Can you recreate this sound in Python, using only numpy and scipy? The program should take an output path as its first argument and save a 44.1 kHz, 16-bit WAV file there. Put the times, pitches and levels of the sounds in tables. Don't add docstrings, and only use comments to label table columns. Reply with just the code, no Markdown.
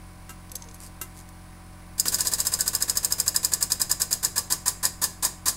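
import sys
import numpy as np
from scipy import signal
from scipy.fft import rfft, irfft, next_fast_len
from scipy.io import wavfile
from scipy.ndimage import uniform_filter1d

SR = 44100
rng = np.random.default_rng(int(sys.argv[2]) if len(sys.argv) > 2 else 0)


def master_out(mix):
    frames = np.transpose(np.atleast_2d(mix))
    ceiling = np.clip(frames, -1, 1)
    pcm = np.round(ceiling * 32767).astype(np.int16)
    wavfile.write(sys.argv[1], SR, pcm)


N = 245195
T = np.arange(N) / SR

# time_s, cycle_s
PUMP_CYCLE = [(2.08, .06198), (2.77, .07343), (3.15, .07698), (3.3, .08391), (3.85, .0996), (4.02, .11017),
              (4.7, .17375), (4.85, .18733), (5.25, .23348)]


def piston():
    # delay_s, level_db
    arrivals = [(0.0, 2.5), (.0018, -0.5), (.004, -17), (.0058, -5), (0.011, -8)]
    # pitch_hz, level_db
    housing_modes = [(3929, -16), (4791, -5), (5028, 0), (5211, -4), (6503, -5), (6750, -3), (7181, -2),
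                     (7515, -2), (7795, -3), (8204, -5), (8430, -4), (8742, -7), (9119, -10), (10066, -12),
                     (10282, -11), (10637, -9), (11035, -8), (11854, -11), (12284, -12), (12467, -8),
                     (12704, -8), (14610, -14), (14922, -15), (15460, -14)]
    # frequency_hz, density_db
    crack_spectrum = [(2500, -52), (3400, -43), (4400, -4), (5000, -6.5), (5700, -14.5), (7000, -0.5),
                      (8600, -0.5), (9600, -21), (12500, -7.5), (16000, -15.5)]
    _, strike_s, _, strike_db = strokes()
    pulses = 0
    for delay_s, db in arrivals:
        time_jitter, level_jitter = rng.standard_normal((len(strike_s), 2)).T
        arrival_s = strike_s + delay_s * (1 + 0.035 * time_jitter)
        pulses += clicks(arrival_s, strike_db + db + 150 * delay_s * level_jitter)
    impulse = clicks([0], [0])
    housing = sum((-1) ** k * from_db(db) * ring(impulse, hz, t60=.025)
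                  for k, (hz, db) in enumerate(housing_modes))
    crack_energy = np.abs(convolve(pulses ** 2, dying(0.006) ** 2))
    crack = noise(crack_spectrum) * np.sqrt(crack_energy)
    main_mode = ring(impulse, hz=5100, t60=.007) * (T / .0015) ** 2
    swell = convolve(clicks(strike_s, strike_db), main_mode)
    clack = from_db(-6) * convolve(pulses, housing) + from_db(3) * crack + from_db(5.5) * swell
    return signal.sosfilt(signal.butter(3, 4000, "high", fs=SR, output="sos"), clack)


def exhaust(load):
    # frequency_hz, density_db
    jet_spectrum = [(300, -16), (1900, -27), (2300, -25.5), (3200, -19.5), (4000, -9.5), (4400, -13),
                    (4800, -5.5), (5600, -12.5), (6700, -4.5), (8600, -5), (9500, -7.5), (11200, -7),
                    (14300, -15.5), (15600, -14.5)]
    # pitch_hz, width_hz, idle_db, full_load_db
    muffler_modes = [(487.7, 20, -53.5, -56), (629, 37, -53.5, -53.5), (900, 89, -53, -47),
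                     (1019.6, 44, -47, -36), (1150.5, 25, -50, -42), (1515, 82, -47.5, -48.5),
                     (1729, 99, -43.5, -38), (1858, 28, -56.5, -46.5), (2455, 65, -55, -48),
                     (2820, 34, -57.5, -55)]
    # frequency_hz, density_db
    shudder_spectrum = [(30, -6), (60, -5), (115, 4), (190, -17.5), (340, -6), (800, -11.5), (1500, -12)]
    _, _, air_db, _ = strokes()
    jet_flow = air_flow(air_db, rise_s=0.0038, hold_s=0.013, t60=0.079)
    jet = from_db(-0.43) * noise(jet_spectrum) * jet_flow
    full_stroke_db = -31.5
    weak_db = np.minimum(air_db - full_stroke_db, 0)
    puff = air_flow(2 * weak_db, rise_s=0.0035, hold_s=0.0062, t60=0.063)
    hollow = 0
    for hz, width_hz, idle_db, full_db in muffler_modes:
        t60 = np.log(1000) / (np.pi * width_hz)
        drive = rng.standard_normal(N) * puff * from_db(idle_db + (full_db - idle_db) * load)
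        hollow += ring(drive, hz, t60) * 2 * np.sqrt(np.pi * width_hz / SR)
    shaking = air_flow(weak_db, rise_s=0.0079, hold_s=0.037, t60=0.18)
    shudder = from_db(-45.5) * noise(shudder_spectrum) * shaking
    return jet + hollow + shudder


def air_flow(levels_db, rise_s, hold_s, t60):
    flow = np.zeros(N)
    open_times, strike_times, _, _ = strokes()
    for open_s, strike_s, db in zip(open_times, strike_times, levels_db):
        part = slice(int((open_s - rise_s) * SR), int(open_s * SR) + SR // 4)
        opening = np.clip((T[part] - open_s) / rise_s + .5, 0, 1)
        emptying = dying(t60, np.maximum(T[part] - (strike_s + hold_s), 0))
        flow[part] += from_db(db) * opening * emptying
    return flow


def strokes():
    # strike_s, travel_s, air_db, strike_db
    first_stroke = (1.9976, .0176, -35.1, -13.9)
    # time_s, travel_s
    travel = [(2.08, .026), (2.15, .0228), (2.4, .0195), (3.1, .017), (4.25, .019), (4.5, .0213),
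              (5.5, .0245)]
    # time_s, level_db
    air_level = [(2.08, -27.4), (3.15, -31.8), (3.45, -29.7), (3.9, -28.8), (4.25, -26.2), (5.5, -22.4)]
    # time_s, level_db
    strike_level = [(2.08, -17.5), (2.5, -17.2), (3.35, -15.2), (3.9, -14.7), (4.03, -16), (4.53, -16.6),
                    (4.85, -15.5), (5.5, -17.5)]
    rows = [first_stroke]
    time_s = 2.0815
    while time_s < T[-1]:
        rows.append((time_s, along(travel, time_s), along(air_level, time_s), along(strike_level, time_s)))
        time_s += along(PUMP_CYCLE, time_s)
    strike_s, travel_s, air_db, strike_db = np.transpose(rows)
    return strike_s - travel_s, strike_s, air_db, strike_db


def oil_load(idle_cycle_s=.08, loaded_cycle_s=.19):
    return np.clip((along(PUMP_CYCLE, T) - idle_cycle_s) / (loaded_cycle_s - idle_cycle_s), 0, 1)


def jolt():
    # start_s, level_db
    kick = [(2.056, -25)]
    clunk = noise([(100, -12), (400, -4.5), (1600, -3), (3000, -11), (9000, -9.5)]) * dying(0.037)
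    return convolve(clicks(*np.transpose(kick)), clunk)


def tool_taps():
    # start_s, level_db, cutoff_hz
    taps = [(0.293, -27.5, 7000), (.303, -30, 6000), (1.0139, -20.5, 16000)]
    # pitch_hz, level_db, t60_s
    head_modes = [(357, -10, 0.17), (963, -9.5, 0.084), (1310, -6.5, 0.13), (1590, -8, 0.11),
                  (2060, -13.5, 0.22), (2775, -8, 0.12), (3740, -13, 0.075), (5840, -9, 0.066),
                  (7009, -11, 0.041), (8350, -6, .05), (11700, -13, .04), (12510, -4, .07),
                  (13800, -2, .04)]
    knocks = sum(soften(clicks([start_s], [db]), hz, order=1) for start_s, db, hz in taps)
    rings = sum((-1) ** k * from_db(db) * ring(knocks, hz, t60)
                for k, (hz, db, t60) in enumerate(head_modes))
    rattle = noise([(400, -4), (1500, -9), (4000, -4.5), (8000, 5), (14000, 5.5), (16000, -9)])
    return from_db(-11) * rings + from_db(-7) * convolve(knocks, rattle * dying(0.097))


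def lug():
    # start_s, level_db, cutoff_hz
    ticks = [(.496, -30, 6000), (.517, -22.5, 14000), (.5538, -21, 15000), (.556, -17, 15000),
             (.565, -25, 11000), (.622, -22, 7200), (.641, -32, 7000), (.687, -28, 6000), (.712, -32, 7500),
             (.744, -33, 14000), (1.289, -35, 14000)]
    # pitch_hz, level_db, t60_s
    lug_modes = [(6520, -5.5, 0.012), (7850, 2, 0.0024), (11170, 4.5, 0.0015), (14000, -4, 0.0028)]
    # start_s, end_s, level_db
    slides = [(0.734, .77, -46.5), (0.792, 0.892, -42), (1.14, 1.238, -48.5)]
    # frequency_hz, density_db
    scrape_spectrum = [(1000, -3), (3200, -11), (4200, -7), (4750, 2.5), (5600, -3), (8000, 3),
                       (11000, 1.5), (16000, -17)]
    contacts = np.zeros(N)
    for start_s, db, cutoff_hz in ticks:
        grit = rng.standard_normal(N) * dying(0.023, T - start_s)
        contacts += from_db(db) * soften(grit / np.linalg.norm(grit), cutoff_hz, order=3)
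    snap = np.diff(contacts, prepend=0)
    rings = sum(from_db(db) * ring(snap, hz, t60) for hz, db, t60 in lug_modes)
    rubbing = sum(from_db(db) * np.sin(np.pi * progress(start, end)) for start, end, db in slides)
    catches = rng.exponential(1, N) * (rng.random(N) < 500 / SR)
    grains = rms_one(uniform_filter1d(catches, size=50))
    scrapes = rubbing * noise(scrape_spectrum) * (.5 + .5 * grains)
    return from_db(-3) * rings + from_db(5.5) * snap + scrapes


def squeaks():
    # start_s, end_s, start_hz, end_hz, level_db
    glides = [(0.517, 0.577, 510, 500, -54), (0.602, 0.66, 945, 926, -53), (0.638, 0.726, 485, 445, -55.5)]
    waver = noise([(30, -5), (120, -8), (400, -60)])
    out = 0
    for start_s, end_s, start_hz, end_hz, db in glides:
        glide = progress(start_s, end_s)
        phase = 2 * np.pi * np.cumsum(start_hz + (end_hz - start_hz) * glide) / SR
        out += np.sqrt(2) * from_db(db) * np.sin(np.pi * glide) * np.sin(phase + 0.59 * waver)
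    return out


def machine_hum(shaft_hz=44.43):
    # shaft_multiple, rms_db
    partials = [(1, -50), (2, -50), (3, -58), (4, -53), (5, -66), (7, -60), (8, -69), (13, -70), (14, -68),
                (17, -62), (22, -67), (23, -64), (25, -69), (26, -68), (34, -69), (36, -73), (50, -72)]
    # frequency_hz, density_db
    air_spectrum = [(25, 9.5), (60, -0.5), (120, 0), (250, -4), (400, -10.5), (700, -8.5), (1050, -6.5),
                    (1350, -9.5), (2200, -11), (3200, -19), (4800, -16), (7000, -21), (10300, -13),
                    (11500, -24), (16000, -21.5)]
    turn = 2 * np.pi * shaft_hz * T
    hum = sum(np.sqrt(2) * from_db(db) * np.cos(k * turn + rng.uniform(0, 2 * np.pi))
              for k, db in partials)
    throb = 1 + 0.096 * np.cos(turn)
    return hum + from_db(-50.5) * noise(air_spectrum) * throb


def workshop(x, t60, wet_db):
    # frequency_hz, density_db
    room_spectrum = [(100, 16.5), (1000, 0), (3000, -0.5), (7000, 0.5), (16000, -6.5)]
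    tail = noise(room_spectrum) * dying(t60) * progress(.004, .0091)
    return x + from_db(wet_db) * convolve(x, tail / np.linalg.norm(tail))


def from_db(db):
    return 10 ** (np.asarray(db) / 20)


def rms_one(x):
    return x / np.sqrt(np.mean(x ** 2) + 1e-20)


def noise(spectrum):
    hz, db = np.transpose(spectrum)
    size = next_fast_len(N)
    bin_hz = np.maximum(np.fft.rfftfreq(size, 1 / SR), 1)
    gain = from_db(np.interp(np.log(bin_hz), np.log(hz), db))
    return rms_one(irfft(rfft(rng.standard_normal(size)) * gain)[:N])


def ring(x, hz, t60):
    radius, angle = from_db(-60 / (t60 * SR)), 2 * np.pi * hz / SR
    return signal.lfilter([0, np.sin(angle)], [1, -2 * radius * np.cos(angle), radius ** 2], x + 1e-18)


def soften(x, cutoff_hz, order):
    return signal.sosfilt(signal.butter(order, cutoff_hz, fs=SR, output="sos"), x + 1e-18)


def dying(t60, t=T):
    return np.exp(-np.log(1000) * np.clip(t / t60, 0, 10)) * (t >= 0)


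def progress(start_s, end_s):
    return np.clip((T - start_s) / (end_s - start_s), 0, 1)


def clicks(times, db):
    out = np.zeros(N)
    np.add.at(out, np.round(np.asarray(times) * SR).astype(int), from_db(db))
    return out


def convolve(x, response):
    return signal.fftconvolve(x, response[:SR])[:N]


def along(curve, t):
    return np.interp(t, *np.transpose(curve))


def scene():
    roomy = workshop(exhaust(oil_load()) + jolt(), t60=0.32, wet_db=-10.5)
    close = workshop(piston() + tool_taps() + lug() + squeaks(), t60=.4, wet_db=-17)
    return (roomy + close + machine_hum())[None]


def record(dry):
    ceiling, cutoff_hz = 1.2, 15680
    rounded = ceiling * np.tanh(dry / ceiling)
    return signal.sosfilt(signal.ellip(10, .1, 70, cutoff_hz, fs=SR, output="sos"), rounded)


dry = scene()
out = record(dry)
master_out(out)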